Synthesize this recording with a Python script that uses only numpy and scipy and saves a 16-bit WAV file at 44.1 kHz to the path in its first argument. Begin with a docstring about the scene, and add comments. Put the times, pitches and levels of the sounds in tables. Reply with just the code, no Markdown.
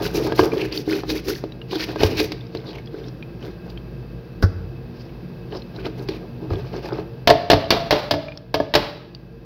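"""A kitchen, heard from close by: the direct sound stands well above the echo of the walls, over an appliance hum.
Citrus halves are twisted by hand on a ribbed plastic juicer: clicks ring the jug, shifting noise squelches.
Juice drips into the jug as short rising sines. A rind drops on the counter as noise and a low thump.
Then the strainer is lifted and knocked on the rim: plastic modes, jug air and shaken pulp."""
import sys
import numpy as np
from scipy import signal
from scipy.fft import rfft, irfft, next_fast_len
from scipy.io import wavfile

SR = 44100
rng = np.random.default_rng(int(sys.argv[2]) if len(sys.argv) > 2 else 0)


def digitize_waveform(pressure):
    """Quantize a signal to 16-bit integers and store it at the path in sys.argv[1].

    Rows of a 2-D input are taken as channels; values are limited to [-1, 1].
    """
    field = np.atleast_2d(pressure).T
    bounded = np.clip(field, -1, 1)
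    quanta = np.round(bounded * 32767).astype(np.int16)
    wavfile.write(sys.argv[1], SR, quanta)


N = 416744


def amp(db):
    """Decibels to gain."""
    return 10 ** (np.asarray(db, float) / 20)


def rms_one(x):
    """Scale a sound to rms 1."""
    return x / np.sqrt(np.mean(x ** 2) + 1e-20)


def at_hz(points, hz):
    """Read the second column of a table on a log-frequency axis."""
    table_hz, values = np.transpose(points)
    return np.interp(np.log(hz + 1), np.log(table_hz), values)


def colour(x, spectrum):
    """Filter a sound by a spectrum in dB."""
    size = next_fast_len(len(x) + 4096)
    hz = np.arange(size // 2 + 1) * SR / size
    return irfft(rfft(x, size) * amp(at_hz(spectrum, hz)), size)[:len(x)]


def drift(rate):
    """Random curve through `rate` knots a second, the knots of spread 1 (rate up to 100)."""
    knots = rng.standard_normal(int(N / SR * 100) + 2)
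    return np.interp(np.arange(N) / SR * rate, np.arange(len(knots)), knots)


def ring(clicks, hz, t60):
    """A two-pole resonator: a unit click sets a decaying sine of height 1 ringing."""
    radius = amp(-60 / (max(t60, .002) * SR))
    w = 2 * np.pi * hz / SR
    return signal.lfilter([0, np.sin(w)], [1, -2 * radius * np.cos(w), radius * radius], clicks + 1e-18)


def spikes(times, sizes):
    """A click train at given times."""
    out = np.zeros(N)
    np.add.at(out, np.round(np.asarray(times) * SR).astype(int), sizes)
    return out


def grains(per_s, spread_db):
    """Random clicks of either sign, a few much larger than the rest."""
    size_db = spread_db * np.minimum(rng.exponential(1, N), 5)
    sizes = amp(size_db) * rng.choice([-1, 1], N)
    return sizes * (rng.random(N) < per_s / SR)


def burst(times, db, t60, spectrum):
    """A puff of coloured noise that starts at once and dies away."""
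    fade = signal.lfilter([1], [1, -amp(-60 / (t60 * SR))], spikes(times, amp(db)) + 1e-18)
    return fade * rms_one(colour(rng.standard_normal(N), spectrum))


def strike(times, db, modes, hardness_db=0., uneven_db=2., detune=0.021):
    """Each blow lands elsewhere, so every mode gets its own strength, sign and shift; hard blows favour high modes."""
    out, t = np.zeros(N + SR // 3), np.arange(SR // 3) / SR
    hz, mode_db, t60 = np.transpose(modes)[:, :, None]
    luck = rng.standard_normal((len(times), 3, len(modes), 1))
    blows = zip(times, db + 0 * times, hardness_db + 0 * times, luck)
    for s, blow_db, tilt_db, (strength, sign, shift) in blows:
        # the tilt, in dB per octave, pivots at 500 Hz
        start_db = blow_db + mode_db + tilt_db * np.log2(hz / 500) + uneven_db * strength
        envelope = amp(start_db - 60 * t / np.maximum(t60, .005))
        rings = np.sign(sign) * envelope * np.sin(2 * np.pi * hz * (1 + detune * shift) * t)
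        out[round(s * SR):][:len(t)] += rings.sum(axis=0)
    return out[:N]


def patchy(spectrum, patchy_db, rate):
    """Noise in third-octave bands that swell and sink one by one; rms 1."""
    white, out = rng.standard_normal((2, N)), 0
    for k, hz in enumerate(800 * 2 ** np.arange(0, 3.4, 1 / 3)):
        sos = signal.butter(1, [hz / 1.12, hz * 1.12], "band", fs=SR, output="sos")
        band = signal.sosfilt(sos, white[k % 2])   # neighbours take different noise
        out = out + amp(at_hz(spectrum, hz) + patchy_db * drift(rate)) * band
    return rms_one(out)


# Common level of room air and hum through the take: t/s, level/dB
BACKGROUND_LEVEL = [(0.0, -31.5), (0.76, -38), (1.58, -39), (2.05, -35), (2.58, -39.5), (3.21, -37.5),
                    (4.8, -38), (6.74, -36), (7.63, -40.5), (8.47, -45), (9.45, -42.5)]
# Spectrum of the room air: f/Hz, relative level/dB per Hz
AIR_SPECTRUM = [(25, -32), (55, -17), (80, -38), (125, 5.5), (250, -11), (450, -9), (800, -19), (1500, -28),
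                (3000, -33.5), (5000, -34.5), (16000, -33.5)]
# Narrow bands of the appliance hum: f/Hz, width/Hz, relative level/dB
HUM_BANDS = [(54.95, 3, -45.5), (125.1, 7.2, -41), (178.1, 6.5, -45.5), (238, 4.4, -51), (343.4, 28, -48.5),
             (459, 7.1, -51.5), (1607, 36, -65.5), (2597, 39, -66.5), (4800, 250, -73.5)]


def background():
    """Across the kitchen: broad room air, and noise in narrow resonances whose randomness makes the hum waver."""
    hum_gain_db = 43.5   # raises all the hum bands together
    air = amp(0.36 * drift(3.0)) * rms_one(colour(rng.standard_normal(N), AIR_SPECTRUM))
    hum = 0
    for hz, width, db in HUM_BANDS:
        t60 = np.log(1000) / (np.pi * width)   # a narrower band rings longer
        hum = hum + amp(db + hum_gain_db) * rms_one(ring(rng.standard_normal(N), hz, t60))
    s, level_db = np.transpose(BACKGROUND_LEVEL)
    return amp(np.interp(np.arange(N) / SR, s, level_db)) * (air + hum)


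# Decay of the kitchen's echo: f/Hz, t60/s
KITCHEN_DECAY = [(100, 0.95), (500, 0.74), (2000, 0.75), (5000, 0.62), (12000, 0.19)]


def kitchen(x):
    """Diffuse echo of the room: octave bands of noise, each dying at its own rate."""
    t, tail = np.arange(SR) / SR, 0
    for hz in 63 * 2. ** np.arange(8):
        sos = signal.butter(2, [hz / np.sqrt(2), hz * np.sqrt(2)], "band", fs=SR, output="sos")
        fade = amp(-60 * t / at_hz(KITCHEN_DECAY, hz))
        tail = tail + signal.sosfilt(sos, rng.standard_normal(SR)) * fade
    top = signal.butter(2, 11400, "high", fs=SR, output="sos")   # above the octave bands
    tail = tail + signal.sosfilt(top, rng.standard_normal(SR)) * amp(-60 * t / KITCHEN_DECAY[-1][1])
    tail = tail * np.clip(t / 0.0013, 0, 1)   # a short rise, s
    return signal.fftconvolve(x, tail / np.sqrt(np.sum(tail ** 2)))[:N]


# Modes of the counter top: f/Hz, level/dB, t60/s
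COUNTER_MODES = [(47, -4, 0.083), (93, -2.5, 0.19), (170, -6, 0.032)]


def thump(times, db):
    """The weight behind a blow reaches the counter 12 ms later, softly: low modes through a gentle low-pass."""
    knock = strike(times + 0.01203, db, COUNTER_MODES, uneven_db=4.0)
    return signal.lfilter([.03], [1, -.97], knock)


# Slap of the rind's skin: f/Hz, relative level/dB per Hz
RIND_SPECTRUM = [(200, -1.5), (330, 11), (600, 1), (1000, -8.5), (1500, -1), (2000, -16), (2900, -28),
                 (4000, -22), (5400, -12.5), (16000, -25.5)]
# Bright spray, for the rind, the knocks and the twisting: f/Hz, relative level/dB per Hz
SPRAY_SPECTRUM = [(4000, -14.5), (6000, 4), (9000, 0), (16000, -3)]


def rind():
    """On the counter: a tick, a dense slap of the skin, then the weight behind it thumps."""
    s, db = np.array([4.424]), -5.5
    tick = burst(s - .002, db - 22, 0.045, SPRAY_SPECTRUM)
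    slap = burst(s + 0.0018, db - 3, 0.09, RIND_SPECTRUM)
    return tick + slap + thump(s + .003, db + 3.5)


# Drops and bursting juice cells: t/s, level/dB, nominal pitch f/Hz
DRIP_EVENTS = [(0.519, -24, 2350), (0.7259, -19, 4680), (0.7752, -14, 4470), (0.9315, -22.5, 2490),
               (1.1797, -23, 4660), (1.3518, -23.5, 4440), (1.5213, -31, 3860), (1.616, -29, 2810),
               (1.807, -22, 4200), (2.4095, -33, 3530), (2.4676, -39, 5140), (2.5716, -28, 4040),
               (2.6696, -33, 4640), (2.6915, -30, 4300), (2.7848, -32, 2180), (2.8593, -36, 4840),
               (2.8733, -34, 3330), (3.042, -39, 3580), (3.084, -31, 5400), (3.2263, -29, 2410),
               (3.4136, -48, 4700), (3.701, -33.5, 4730), (3.775, -31, 3120), (5.6203, -33, 4130),
               (5.7624, -32, 3980), (6.5564, -32.5, 3340), (7.6425, -31, 3100), (8.284, -27, 2350),
               (8.3205, -31, 2410), (8.3744, -23.5, 5300), (9.149, -28.5, 4600)]


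def drips():
    """In the jug: each drop traps a bubble that rings briefly and rises in pitch, with a broad tick of like colour."""
    out, t = np.zeros(N + 2000), np.arange(2000) / SR
    for s, db, hz in DRIP_EVENTS:
        fade = amp(-60 * t * hz / 93)   # down 60 dB in about 93 cycles
        bubble = fade * np.sin(2 * np.pi * hz * (1.007 * t + 0.42 * t * t))
        short_tone = np.sin(2 * np.pi * hz * t[:16]) / 3
        tick_noise = np.convolve(rng.standard_normal(2000), short_tone)[:2000]
        tick = amp(-4 - 60 * t / .018) * tick_noise
        out[round(s * SR):][:2000] += amp(db) * (bubble + tick)
    return out[:N]


# Strainer on the rim, with its bounces:
# t/s, level/dB, crack level/dB, shaken pulp level/dB, jug air f/Hz, jug air level/dB
TAP_EVENTS = [(7.274, -13.5, -4, -34, 684, -12.5), (7.291, -11, -21, -38, 671, -12.5),
              (7.301, -13, -7.5, -34.5, 688, -18.5), (7.313, -13.5, -44, -40.5, 665, -28),
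              (7.501, -12, -4.5, -24.5, 669.6, -10), (7.515, -15, -9, -27.5, 564, -17),
              (7.532, -5, -14.5, -48, 652, -12.5), (7.705, -22, -3, -19.5, 678.6, -14),
              (7.724, -12.5, -28, -25, 661, -24), (7.908, -21, -6.5, -24, 614, -21),
              (7.924, -14, -26, -19.5, 590, -16), (8.11, -9.5, -8.5, -32, 644.7, -12),
              (8.138, -14.5, -26.5, -50, 592.5, -24.5), (8.542, -13, -12.5, -29.5, 656, -21),
              (8.601, -12.5, -30, -63, 619, -23.5), (8.739, -17, -11, -20.5, 590, -47),
              (8.752, -10, -4.5, -24.5, 578, -36), (8.84, -32, -33, -57, 686, -50)]
# Modes of the plastic strainer: f/Hz, level/dB, t60/s
STRAINER_MODES = [(150, -11, 0.45), (293.3, 0.5, 0.15), (351, -13.5, 0.16), (441, -3, 0.15),
                  (540, -4, 0.086), (596, -1.5, 0.12), (688.6, 0, 0.046), (772, -15, 0.082),
                  (865, -7, 0.048), (933, -5.5, 0.057), (1077, -12, 0.056), (1227, -16, 0.095),
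                  (1728, -12.5, 0.078), (4720, -28.5, 0.049)]
# Shaken pulp: f/Hz, relative level/dB per Hz
PULP_SPECTRUM = [(700, 12), (1700, 2), (3000, -1), (4200, 1.5), (5500, -4.5), (12000, -12.5)]
# Sharp crack, also the wet slap of the bumps and the crackle of the twisting: f/Hz, relative level/dB per Hz
CRACK_SPECTRUM = [(600, 3.5), (1200, -0.5), (2000, 2), (3000, 2.5), (4800, 3), (8000, -4.5), (16000, -11)]


def taps():
    """On the rim: hard plastic on plastic rings the strainer, cracks, shakes the pulp and sounds the jug's air,
    whose pitch depends on how far the strainer closes it."""
    s, db, crack_db, pulp_db, air_hz, air_db = np.transpose(TAP_EVENTS)
    hardness_db = 2.5 + 0.1 * (crack_db - db)   # dB per octave; a louder crack means a harder knock
    ringing = strike(s, db, STRAINER_MODES, hardness_db, uneven_db=1.5, detune=0.017)
    air = 0
    for k, hz in enumerate(air_hz):
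        air_modes = [(hz, -3, .55), (1.04 * hz, -3, .25), (.96 * hz, -3, .25)]
        air = air + strike(s[k:k + 1], air_db[k], air_modes, uneven_db=2.0, detune=0.0103)
    crack = burst(s, crack_db, 0.063, CRACK_SPECTRUM)
    crack = crack + burst(s, crack_db - 10.0, 0.035, SPRAY_SPECTRUM)
    pulp = burst(s, pulp_db, 0.5, PULP_SPECTRUM) * amp(2 * drift(83.0))
    sloshing = amp(3.5 * drift(45.))   # wet pulp damps the rings unevenly
    return sloshing * (ringing + air) + crack + pulp + thump(s, db - 8.5)


# Cone ribs and hands bump the jug: t/s, level/dB, hardness/dB per octave, wet slap level/dB
BUMP_EVENTS = [(0.064, -20.5, 0, -19), (0.265, -27, 12.5, -28), (0.322, -16, 6, -23),
               (0.3929, -1.5, 6, -19), (0.536, -19, 4.5, -37), (0.877, -21, -3, -50),
               (1.035, -21, 4.5, -38), (1.102, -32, 4, -18.5), (1.284, -33, -1, -21), (1.439, -21, -1, -32),
               (1.731, -21, 7, -36), (1.959, -17, 7.5, -29.5), (2.005, -19, -2, -40),
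               (2.034, -5.5, 1, -9.5), (2.201, -15, 0.5, -15), (2.32, -36, -8, -20), (2.55, -23, -3, -27.5),
               (2.94, -26, -8, -50), (5.549, -26.5, -3, -35), (5.865, -20.5, 5, -29),
               (6.087, -19.5, -4.5, -21), (6.505, -18.5, 4, -44), (6.534, -21.5, 4, -34),
               (6.922, -15.5, 1, -50), (6.984, -15.5, 2.5, -45)]
# The jug rocks and its foot lands on the counter: t/s, level/dB
ROCK_EVENTS = [(2.003, -11), (2.034, -4.5), (6.505, -14), (6.533, -16)]
# Modes of the jug, also shaken by the twisting: f/Hz, level/dB, t60/s
JUG_MODES = [(222, -21, 0.012), (312.5, -1, 0.18), (383.3, 1, 0.09), (441.4, -2.5, .1), (554, -8, 0.042),
             (664, -21.5, 0.024), (697, -9, 0.041), (865, -10, 0.027), (978, -8, 0.012), (1231, -17, 0.04),
             (1620, -26.5, 0.091)]


def bumps():
    """At the juicer: dull blows ring the jug with a wet slap on top and thump the counter through its foot."""
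    s, db, hardness_db, slap_db = np.transpose(BUMP_EVENTS)
    blows = strike(s, db, JUG_MODES, hardness_db, uneven_db=3.0)
    slaps = burst(s, slap_db, 0.032, CRACK_SPECTRUM)
    return blows + slaps + thump(s, db - 14) + thump(*np.transpose(ROCK_EVENTS))


# Each twist or touch of the hands: t/s at the top of its rise, hold/s,
# then level/dB of the drag on the jug, rub of the rind, wet squelch, fine spray
STROKE_EVENTS = [(0.0, 0.015, -24, -23.5, -39, -49), (0.031, 0.053, -24.5, -36, -33, -25),
                 (0.151, 0.12, -18.5, -32, -33.5, -26.5), (0.269, 0.058, -23.5, -28.5, -37.5, -44),
                 (0.386, 0.012, -28, -22.5, -27.5, -16.5), (0.416, 0.054, -17, -25.5, -37.5, -24.5),
                 (0.532, .13, -17, -36.5, -34.5, -34), (0.725, 0.025, -27, -42, -30.5, -34),
                 (0.763, .04, -27, -54, -40.5, -29), (0.893, 0.097, -20, -36.5, -30, -26.5),
                 (1.096, 0.075, -22, -43, -32, -27), (1.281, 0.024, -16, -56, -27, -18),
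                 (1.322, 0.058, -41, -58, -38, -28), (1.726, 0.044, -21.5, -36, -32, -32.5),
                 (1.805, 0.026, -27.5, -55, -26.5, -25.5), (1.892, 0.023, -25, -31, -33.5, -36),
                 (2.011, 0.047, -25, -23.5, -23.5, -22), (2.07, 0.084, -21, -36, -38.5, -35),
                 (2.18, 0.067, -20.5, -37, -29, -21.5), (2.312, 0.025, -26, -49, -48, -51),
                 (2.548, 0.065, -34.5, -47, -44.5, -55), (2.647, 0.15, -34.5, -40.5, -44, -49),
                 (2.935, .15, -30.5, -45.5, -48, -57), (3.428, 0.061, -30, -43, -43, -44),
                 (3.66, 0.056, -40, -46, -54, -52), (4.94, .3, -45, -51, -55, -67),
                 (5.528, 0.039, -26, -35, -44, -61), (5.761, 0.045, -29.5, -41, -44.5, -59),
                 (5.852, 0.02, -20.5, -35.5, -39, -53), (5.985, 0.043, -29, -40, -46.5, -42.5),
                 (6.09, 0.078, -35.5, -41.5, -44.5, -49), (6.207, 0.046, -33.5, -44.5, -65, -58),
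                 (6.419, 0.042, -28, -43, -62, -60), (6.511, 0.076, -24, -37.5, -46, -50),
                 (6.59, 0.098, -42, -40, -45, -57), (6.736, 0.047, -27.5, -34.5, -38, -53),
                 (6.842, .07, -32.5, -33.5, -42, -47), (6.932, 0.074, -41, -32, -40.5, -54)]
# Rise into a stroke, and extra fall after its hold; columns drag, rub, squelch, spray [dB/s]
ATTACK_RATES = [900, 900, 610, 700]
RELEASE_RATES = [400, 355, 424, 453]


def strokes():
    """Gain of drag, rub, squelch and spray: every stroke rises fast, sags while it holds, then lets go."""
    sag_db_per_s = 35.5
    t, power = np.arange(0, N, 32) / SR, 0   # one value every 32 samples
    for s, hold_s, *db in STROKE_EVENTS:
        rise_db = np.outer(ATTACK_RATES, np.minimum(t - s, 0))
        sag_db = sag_db_per_s * np.maximum(t - s, 0)
        fall_db = np.outer(RELEASE_RATES, np.maximum(t - s - hold_s, 0))
        level_db = np.array(db)[:, None] + rise_db - sag_db - fall_db
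        power = power + amp(np.maximum(level_db, -150)) ** 2
    return [np.interp(np.arange(N) / SR, t, np.sqrt(p)) for p in power]


# Wet hiss of the squelch: f/Hz, relative level/dB
SQUELCH_SPECTRUM = [(600, -24), (1100, -9.5), (1600, -20), (2400, 7.5), (3400, -12.5), (4600, 12.5),
                    (6000, -14), (9000, -19.5)]


def twisting():
    """At the cone: ribs judder through the pulp and shake the jug; juice cells burst and crackle in a wet hiss."""
    drag_gain, rub_gain, wet_gain, spray_gain = strokes()
    shaken = [amp(db) * ring(grains(per_s=330.0, spread_db=3.5), hz, t60) for hz, db, t60 in JUG_MODES]
    drag = rms_one(sum(shaken[:4]))   # the low jug modes
    rub = rms_one(sum(shaken[4:]))    # the higher ones
    cells = 0
    for hz in np.geomspace(1500, 6000, num=9):
        cells = cells + ring(grains(per_s=35., spread_db=3.5), hz, 30. / hz)
    crackle = colour(grains(per_s=250., spread_db=4.5), CRACK_SPECTRUM)
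    grain = amp(-4) * rms_one(cells) + amp(-7) * rms_one(crackle)
    hiss = patchy(SQUELCH_SPECTRUM, patchy_db=8.0, rate=21.0)
    spray = rms_one(colour(grains(per_s=2500., spread_db=3.5), SPRAY_SPECTRUM))
    flutter = amp(4.5 * drift(70.))   # shared by hiss and spray
    squelch = grain + flutter * amp(-1.5) * hiss
    return drag_gain * drag + rub_gain * rub + wet_gain * squelch + spray_gain * flutter * spray


def scene():
    """Juicer, counter, their echo and the background; drops inside the jug reach the walls weakly."""
    near = twisting() + bumps() + taps() + rind()
    drops = drips()
    echo = amp(-15.5) * kitchen(near + drops / 3)
    return (near + drops + echo + background())[None]


# Response of the microphone: f/Hz, level/dB
MICROPHONE_RESPONSE = [(22, -28), (40, -4), (4800, -1.5), (5600, -7.5), (6600, -20), (8200, -31),
                       (10000, -20.5), (12000, -14), (16000, -13.5)]


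def record(dry):
    """Microphone colour, peaks rounded off under full scale, steep top cut."""
    heard = colour(dry[0], MICROPHONE_RESPONSE)
    heard = heard / (1 + np.abs(heard) ** 8) ** (1 / 8)
    top_cut = signal.cheby2(14, 70, 16700, fs=SR, output="sos")   # 70 dB down from 16700 Hz
    return signal.sosfilt(top_cut, heard)[None]


dry = scene()
out = record(dry)
digitize_waveform(out)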